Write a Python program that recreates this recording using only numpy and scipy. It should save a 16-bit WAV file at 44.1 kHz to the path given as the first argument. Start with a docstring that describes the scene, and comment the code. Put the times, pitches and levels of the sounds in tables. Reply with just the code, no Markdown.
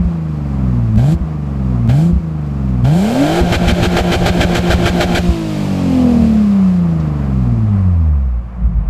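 """A straight-six falls from a few thousand rpm, is blipped twice, then held and rasps up to its limiter.
The limiter cuts and restores the fuel about seven times a second; the revs then drone down to a lumpy idle.
Crank-order sines make the exhaust note; pulse-gated noise makes bark, rasp and pumped rush.
Damped sines make the low booms; filtered noise makes intake hiss, engine-bay whirr and one faint tick."""
import sys
import numpy as np
from scipy import signal
from scipy.fft import rfft, irfft
from scipy.io import wavfile
from scipy.ndimage import uniform_filter1d

SR = 44100
rng = np.random.default_rng(int(sys.argv[2]) if len(sys.argv) > 2 else 0)


def output_pcm(signal):
    """Save a mono or channel-first signal as 16-bit PCM at the path in sys.argv[1].

    Samples are clipped to [-1, 1] before scaling.
    """
    pcm = np.clip(np.atleast_2d(signal).T, -1, 1) * 32767
    wavfile.write(sys.argv[1], SR, np.round(pcm).astype(np.int16))


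N = 392049
T = np.arange(N) / SR

# throttle presses, the last into the limiter:
# opens_s, ends_s, close_s, reached_rpm (before limiting), relative gas_db, relative crack_db
PRESSES = [(.96, 1.155, .035, 3343, -2, 10), (1.877, 2.131, 0.15, 3437, -2, 16),
           (2.83, 3.421, .02, 7276, 1.26, 8)]
# fuel returns at the limiter: start_s, relative thump_db
BURSTS = [(3.522, -18), (3.678, -15.5), (3.826, -19), (3.964, -19.5), (4.118, -21), (4.258, -17.5),
          (4.405, -17), (4.548, -20.5), (4.701, -16.5), (4.856, -20), (5.003, -22), (5.149, -19)]
BURST_S = .048
FIRST_CUT_S, LAST_CUT_S = PRESSES[-1][1], BURSTS[-1][0] + BURST_S
LIMIT_RPM, LIFT_S = 7037, 5.23  # the foot lifts off the limiter at LIFT_S
OPEN_S, GAS_LAG_S = .012, 0.0063  # throttle opening time; delay of the gas behind it


def undb(db):
    """Decibels to gain."""
    return 10 ** (np.asarray(db) / 20)


def unit(x):
    """Scale to rms 1."""
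    return x / np.sqrt(np.mean(x ** 2))


def noise():
    """White noise."""
    return rng.standard_normal(N)


def walk(rate_hz):
    """Smooth random signal of rms 1 with rate_hz new values a second."""
    steps = np.interp(T * rate_hz, np.arange(4096), rng.standard_normal(4096))
    return unit(uniform_filter1d(steps, size=200))


def gate(start_s, end_s, rise_s, fall_s):
    """1 between two times, with linear edges centred on them."""
    rise = np.clip((T - start_s) / rise_s + .5, 0, 1)
    fall = np.clip((end_s - T) / fall_s + .5, 0, 1)
    return rise * fall


def along(x, points):
    """Read a table at x, joined by straight lines."""
    return np.interp(x, *np.transpose(points))


def law(rpm, db, slope_db):
    """Level of db at 3000 rpm, growing by slope_db per doubling of the revs."""
    return db + slope_db * np.log2(rpm / 3000)


def response(hz, points):
    """Spectrum level in dB at hz, interpolated over log frequency."""
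    point_hz, db = np.transpose(points)
    return np.interp(np.log(hz + 1), np.log(point_hz), db)


def colour(x, points, rings=()):
    """Filter by a spectrum plus resonances (hz, width_hz, peak_db), then scale to rms 1."""
    hz = np.linspace(0, SR / 2, 2 ** 18 + 1)
    db = response(hz, points)
    for ring_hz, width_hz, peak_db in rings:
        db = db + peak_db / (1 + (2 * (hz - ring_hz) / width_hz) ** 2)
    size = 2 * (len(hz) - 1)
    return unit(irfft(rfft(x, size) * undb(db))[:N])


def pedal(opens_s, ends_s, close_s):
    """Throttle opening, 0-1, during one press."""
    opening = np.clip((T - opens_s) / OPEN_S, 0, 1)
    closing = np.clip((ends_s - T) / close_s, 0, 1)
    return opening * closing


def run_down(start_s, start_rpm, drag=1):
    """Revs falling under friction plus windage that grows with speed squared (tangent law)."""
    friction_rpm_per_s, windage_rpm = 1315, 6167  # at full drag; total drag doubles at windage_rpm
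    fall = drag * friction_rpm_per_s / windage_rpm * np.maximum(T - start_s, 0)
    angle = np.arctan(start_rpm / windage_rpm) - fall
    return windage_rpm * np.tan(np.maximum(angle, 0))


def speed():
    """Crankshaft rpm: presses add speed, drag removes it, limiter and idle bound it."""
    # idle floor as it catches and settles: time_s, speed_rpm
    idle_floor = [(8.55, 1160), (8.89, 969)]
    start_rpm, blip_drag = 3565, .95  # share of full drag felt before the limiter
    rpm = run_down(0, start_rpm, blip_drag)
    for opens_s, ends_s, close_s, reached_rpm, _, _ in PRESSES:
        push = np.cumsum(pedal(opens_s, ends_s, close_s))
        gain_rpm = reached_rpm - np.interp(ends_s, T, rpm)
        rising = rpm + gain_rpm * push / push[-1]
        rpm = np.where(T < ends_s, rising, run_down(ends_s, reached_rpm, blip_drag))
    rpm = np.where(T < FIRST_CUT_S, rpm, run_down(LIFT_S, LIMIT_RPM))
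    return np.clip(rpm, along(T, idle_floor), LIMIT_RPM)


def limiter(edge_s=0.011, swing=.019):
    """Fuel gate and speed factor at the limiter: speed climbs in each burst and drops in each cut."""
    fuel = sum(gate(s, s + BURST_S, edge_s, edge_s) for s, _ in BURSTS)
    points = [(FIRST_CUT_S, 0)]
    for start_s, _ in BURSTS:
        points += [(start_s, -swing), (start_s + BURST_S, swing)]
    points.append((LAST_CUT_S + 0.1203, 0))
    return fuel, 1 + along(T, points)


def subdued(return_s=0.51):
    """1 while the foot is down, then fading: the coasting sound starts quiet and swells back."""
    spans = [(0, 0.0092)] + [row[:2] for row in PRESSES] + [(FIRST_CUT_S, LIFT_S)]
    holds = [(T >= a) * np.exp(-(np.maximum(T - b, 0) / return_s) ** 2) for a, b in spans]
    return np.max(holds, axis=0)


def firings(cycles, scatter_db, jitter_s):
    """One pulse per firing; the six cylinders differ in level and delay, and so does each burn."""
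    at = np.flatnonzero(np.diff(np.floor(6 * cycles)))
    chance = rng.standard_normal((4096, 2))[:len(at)]
    cylinder_db = np.resize([3, -2, 1, -3, 2.5, -1], len(at))
    runner_s = np.resize([0, .0005, .0001, .0009, .0007, .0002], len(at))
    delay_s = runner_s + jitter_s * chance[:, 1]
    where = np.clip(at + SR * delay_s, 0, N - 1).astype(int)
    pulses = np.zeros(N)
    pulses[where] = undb(cylinder_db + scatter_db * chance[:, 0])
    # similar power at every engine speed
    return unit(pulses / np.sqrt(np.gradient(cycles)))


def gas(pulses, puff_s, steady):
    """Turbulence that puffs after each firing, over a steady flow."""
    puffs = unit(signal.lfilter([1], [1, -np.exp(-1 / (puff_s * SR))], pulses))
    return unit(noise() * (steady + puffs))


def crackle(rate_hz=1200, spread_db=3.2):
    """Small shock fronts leave the pipe at random moments."""
    size = undb(spread_db * np.minimum(rng.exponential(size=N), 4))
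    return unit((rng.random(N) < rate_hz / SR) * size)


def tick(at_s=7.0, level_db=-42, decay_s=0.01):
    """One faint metallic tick as the revs fall: decaying filtered noise."""
    fade = (T > at_s) * np.exp(-np.abs(T - at_s) / decay_s)
    return undb(level_db) * fade * colour(noise(), [(2500, -23), (4200, 1), (6500, -6), (9000, -28)])


def whirr(rpm, sink_db=-5.0):
    """Fan, belts and valve gear whirr in front: filtered noise levelled by the revs."""
    # spectrum: freq_hz, relative level_db
    whirr_colour = [(20, -3.5), (60, 13.5), (190, 3.5), (290, -2), (450, 1.5), (700, 3.5), (900, -1.5),
                    (1150, 1), (1500, -9), (2500, -15.5), (5000, -45.5)]
    # speed_rpm, relative level_db
    whirr_level = [(1150, -45.5), (2200, -39), (5500, -36.5)]
    level_db = along(rpm, whirr_level) + sink_db * subdued()
    return undb(level_db + 7.5 + 1.0 * walk(13)) * colour(noise(), whirr_colour)


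def pumped_rush(rpm, cycles, sink_db=-5, driven_db=-4):
    """Pumped air rushes from the pipe; its even strokes buzz in high harmonics of the firing rate."""
    # spectrum: freq_hz, relative level_db
    rush_colour = [(700, -20.5), (1300, -4), (2000, -4.5), (2500, -1), (3600, -6.5), (4800, -6.5),
                   (5900, -11.5), (7500, -12), (9200, -18.5), (12500, -21.5), (15500, -30)]
    # throttle shut: speed_rpm, relative level_db
    rush_level = [(1100, -63.5), (1900, -53), (3400, -48), (4800, -38.5), (7000, -30)]
    # the rush gives way to the rasp during the long press and the limiter
    driven = gate(PRESSES[-1][0], LIFT_S, 0.056, 0.056)
    level_db = along(rpm, rush_level) + sink_db * subdued() + driven_db * driven
    strokes = firings(cycles, scatter_db=1, jitter_s=0.00022)
    flow = colour(gas(strokes, puff_s=0.0074, steady=3.2), rush_colour)
    rush = undb(level_db + 0.94 + .5 * walk(16)) * flow
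    comb = 0
    for order in range(18, 78, 6):
        phase = rng.uniform(0, 2 * np.pi) + .2 * walk(30)
        comb = comb + np.sin(2 * np.pi * order * cycles + phase)
    buzz = undb(level_db - 4.3) * colour(comb, [(600, -12), (1000, 0), (1800, -6), (3500, -6)])
    return rush + buzz


def intake(rpm, throttle):
    """Air hisses past the open throttle plate at a level that follows the revs."""
    level_db = along(rpm, [(2400, -48.5), (3700, -37.5), (6000, -38.5)])
    hiss_colour = [(1500, -17), (4500, 1.5), (6300, -4), (7500, 2.5), (9500, -7.0), (13000, -8), (15500, -34)]
    return undb(level_db) * throttle * colour(noise(), hiss_colour)


def thump(start_s, level_db, boom_hz=66, boom_s=0.011, knock_hz=185, knock_s=0.0062, knock=0.47):
    """A low boom: two damped sines, each swelling and then dying away."""
    t = np.arange(SR // 6) / SR

    def ring(hz, life_s):
        """Sine whose envelope peaks after life_s."""
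        return t / life_s * np.exp(1 - t / life_s) * np.sin(2 * np.pi * hz * t)

    hit = ring(boom_hz, boom_s) + knock * ring(knock_hz, knock_s)
    lead = np.zeros(max(int(start_s * SR), 0))
    return undb(level_db) * np.concatenate([lead, hit, np.zeros(N)])[:N]


def thumps():
    """Low booms at the very start, around throttle changes, as the idle catches and at both burst edges."""
    # low booms outside the bursts: time_s, relative level_db
    booms = [(.001, -12), (0.052, -9), (.964, -8.5), (1.144, -12), (1.211, -10.5), (1.887, -12.5),
             (2.129, -8), (2.159, -10), (2.835, -18), (3.411, -8), (5.288, -5.5), (8.648, -17)]
    out = undb(2.5) * sum(thump(s - .004, db) for s, db in booms)
    for s, db in BURSTS:
        out += thump(s - .006, db + 11.5, boom_hz=84.48, boom_s=0.0037, knock=0.27)
        out += thump(s + BURST_S - .009, db + 11, boom_hz=75.5, boom_s=0.0073, knock=0.45)
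    return out


def load_gains(rpm, burst_db=-21.5, before_db=-29, after_db=-37, fade_db=3):
    """Bark gain, rasp gain and limiter gate: gas cracks at opening, grows with revs, flares in bursts."""
    bark_law, rasp_law = (-29, 6.8), (-38, 9)  # relative dB at 3000 rpm, dB per doubling
    crack_s = .028
    bark = rasp = 0
    for opens_s, ends_s, close_s, _, gas_db, crack_db in PRESSES:
        flow = pedal(opens_s + GAS_LAG_S, ends_s, close_s)
        crack = crack_db * np.exp(-np.abs(T - opens_s - GAS_LAG_S - OPEN_S) / crack_s)
        bark = bark + flow * undb(law(rpm, *bark_law) + gas_db + .5 * crack)
        rasp = rasp + flow * undb(law(rpm, *rasp_law) + gas_db + crack)
    # after each burst the rasp sinks, then builds toward the next
    flare = [(-.003, before_db), (0.0053, burst_db),
             (BURST_S - .012, burst_db - fade_db), (BURST_S + 0.0058, after_db)]
    points = [(FIRST_CUT_S, after_db)] + [(s + lag, db) for s, _ in BURSTS for lag, db in flare]
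    flare_db = along(T, points)
    held = gate(FIRST_CUT_S - .012, LAST_CUT_S + 0.021, .025, 0.013)
    bark = bark + held * undb(0.71 * flare_db - 3.0)
    rasp = rasp + held * undb(flare_db + 1.5)
    return bark, rasp, held


def under_load(rpm, cycles, fuel):
    """Hot gas barks in pulses and rasps in ragged fronts; crackle grows in limiter bursts."""
    # spectra: freq_hz, relative level_db
    bark_colour = [(150, -12), (330, -4), (450, -3.5), (600, -2), (740, 2), (840, -6.5), (950, -14),
                   (1300, -25.5), (2500, -38), (9000, -44)]
    rasp_colour = [(600, -12), (1000, -23), (1200, -4), (1580, -1), (1900, -5.5), (2400, -5.5), (3100, -8),
                   (4100, -6.5), (5000, -13.5), (7500, -18), (9100, -26.5), (12200, -24.5), (15500, -44)]
    # tailpipe resonances: freq_hz, width_hz, peak_db
    tail_rings = [(596, 14, 8), (734, 44, -5), (1378, 67, 5.5), (1583, 119.6, 6.5), (2330, 340, 6),
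                  (3109, 180, 8.5), (3373, 110, 4), (7700, 1000, 3)]
    bark, rasp, held = load_gains(rpm)
    # pressure pulses keep time; their sharp fronts scatter more
    pulses = firings(cycles, scatter_db=1.8, jitter_s=.00007)
    fronts = firings(cycles, scatter_db=2.5, jitter_s=.0005)
    puffs = gas(fronts, puff_s=.003, steady=.6)
    low = colour((1 - .5 * held) * pulses + (.55 + .3 * held) * puffs, bark_colour, tail_rings)
    shocks = (.2 + .3 * fuel) * fronts + (.1 + .55 * fuel) * crackle()
    high = colour(gas(fronts, puff_s=0.0068, steady=1.9) + shocks, rasp_colour, tail_rings)
    return undb(3.0) * bark * low + undb(1.5) * rasp * high


def note_levels(rpm, throttle, lift_db=-8, lift_s=0.085, idle_dip_db=-11, sink_db=-4.5, lump_db=5, lump_s=0.127):
    """Relative dB of firing tone, bank tone, overtones and unevenness from revs and throttle."""
    # all: speed_rpm, relative level_db
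    # firing tone, swelling and fading as the revs cross pipe resonances, throttle shut and open
    firing_shut = [(1100, -16), (1500, -9.5), (2350, -13.5), (2750, -19.5), (3200, -14.5), (3750, -8.5),
                   (4450, -10.5), (5100, -10), (5750, -25.5), (6550, -16.5), (7000, -19.5)]
    firing_open = [(2700, -9), (3800, -10.5), (5050, -19.5), (5650, -11), (6350, -23), (7000, -15)]
    # tone of one three-cylinder bank
    bank_level = [(1300, -55), (1750, -31), (2150, -25), (2520, -16), (2900, -21.5), (4400, -32.5),
                  (5900, -18.5), (7000, -20.5)]
    # overtones of the firing rate
    overtone_level = [(1150, -30), (1550, -19), (2700, -16), (3700, -22.5), (4300, -20.5), (4800, -9),
                      (5700, -18.5), (6700, -12)]
    # beat of unequal cylinders
    uneven_level = [(1500, -38), (2300, -28.5), (3050, -25), (3900, -29), (4550, -13), (7000, -15)]
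    idle_dip_s, idle_lumpy_s = 8.41, 8.59
    load = np.clip(8 * throttle, 0, 1)
    shut = 1 - load
    limiting = gate(FIRST_CUT_S, LIFT_S + .08, 0.024, 0.058)
    lumpy = gate(idle_lumpy_s, np.inf, 0.032, 1)
    quiet_db = sink_db * subdued() * shut
    # the level dips as each press ends and as the idle catches, then comes in lumps
    dip_db = lift_db * sum(gate(ends_s, ends_s + lift_s, 0.031, .04) for _, ends_s, *_ in PRESSES)
    dip_db = dip_db + idle_dip_db * gate(idle_dip_s, idle_lumpy_s, 0.034, .05)
    lump_wave = 2 * np.abs(np.sin(np.pi * (T - idle_lumpy_s) / lump_s)) - 1
    lumps_db = lumpy * lump_db * lump_wave
    firing_db = shut * along(rpm, firing_shut) + load * along(rpm, firing_open) + dip_db + lumps_db
    bank_db = along(rpm, bank_level) - 6 * load * (rpm < 3300) + 10.1 * limiting + 15 * lumpy
    overtone_db = shut * along(rpm, overtone_level) - 14.3 * load + 1.7 * limiting + 0.21 * dip_db + 5 * lumpy
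    uneven_db = shut * along(rpm, uneven_level) - 24 * load + 1.24 * limiting + 14 * lumpy
    return [db + quiet_db for db in (firing_db, bank_db, overtone_db, uneven_db)]


def exhaust_note(rpm, cycle_hz, cycles, throttle, fuel, hunting_rough=3.2):
    """Harmonics of the two-turn cycle: every sixth is the firing rate, every third belongs to one bank."""
    # exhaust response, booming near 68 and 195 Hz: freq_hz, level_db
    pipe = [(30, -24), (50, -15.5), (68, 2), (100, -9.5), (130, -3.5), (160, -6), (195, 0.5), (235, -6.5),
            (270, -16), (330, -13.5), (400, -19.5), (490, -18), (700, -19.5), (1000, -27.5), (2000, -35.5)]
    # 2nd to 8th harmonic of the firing rate: relative level_db
    harmonic_db = [2, -5.5, -10, -14, -13, -16.5, -18]
    firing_db, bank_db, overtone_db, uneven_db = note_levels(rpm, throttle)
    angle = 2 * np.pi * cycles
    # near the limiter cycles vary more; the note also chokes just after each burst
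    rough = 1 + hunting_rough * gate(3.12, LAST_CUT_S, 0.069, 0.046)
    choke_db = -9 * sum(gate(s + BURST_S + 0.0012, s + BURST_S + 0.032, 0.016, 0.021) for s, _ in BURSTS)

    def tone(order, db, flutter):
        """One harmonic, fluttering in size and timing."""
        depth = flutter * rough
        size = np.sqrt(2) * undb(db) * (1 + depth * walk(36))
        phase = rng.uniform(0, 2 * np.pi) + depth * walk(36)
        return size * np.sin(order * angle + phase)

    def piped(order, db, flutter):
        """One harmonic through the exhaust response."""
        return tone(order, db + response(order * cycle_hz, pipe), flutter)

    out = tone(order=6, db=firing_db + 2 * choke_db, flutter=.05)
    # the bank tone drones while the fuel is cut and collapses when it returns
    bank_db = bank_db - 13 * fuel + .5 * choke_db
    out += tone(order=3, db=bank_db, flutter=0.021)
    out += piped(order=9, db=bank_db - 1, flutter=.12)
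    out += piped(order=15, db=bank_db - 8, flutter=.2)
    for order, db in zip(range(12, 54, 6), harmonic_db):
        out += piped(order, overtone_db + db + choke_db, flutter=0.2)
    for order in (1, 2, 4, 5, 7, 8, 10, 11, 13, 14, 16, 17, 19, 20):
        out += piped(order, uneven_db - 4.0 + choke_db, flutter=0.31)
    return out


def scene():
    """All engine layers run from the same throttle and crankshaft; booms and tick have their own times."""
    throttle = sum(pedal(*row[:3]) for row in PRESSES)
    fuel, hunt = limiter()
    rpm = speed()
    cycle_hz = hunt * rpm / 120  # one cycle is two turns
    cycles = np.cumsum(cycle_hz) / SR
    late_throttle = np.interp(T - GAS_LAG_S, T, throttle)
    background = tick() + whirr(rpm) + pumped_rush(rpm, cycles) + intake(rpm, late_throttle)
    exhaust = thumps() + under_load(rpm, cycles, fuel) + exhaust_note(rpm, cycle_hz, cycles, throttle, fuel)
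    return (background + exhaust)[None]


def record(dry, top_hz=15300):
    """Round the highest peaks softly, then cut steeply above top_hz."""
    rounded = dry / (1 + dry ** 6) ** (1 / 6)
    low_pass = signal.ellip(12, .2, 80, top_hz, fs=SR, output="sos")
    return signal.sosfilt(low_pass, rounded)


dry = scene()
out = record(dry)
output_pcm(out)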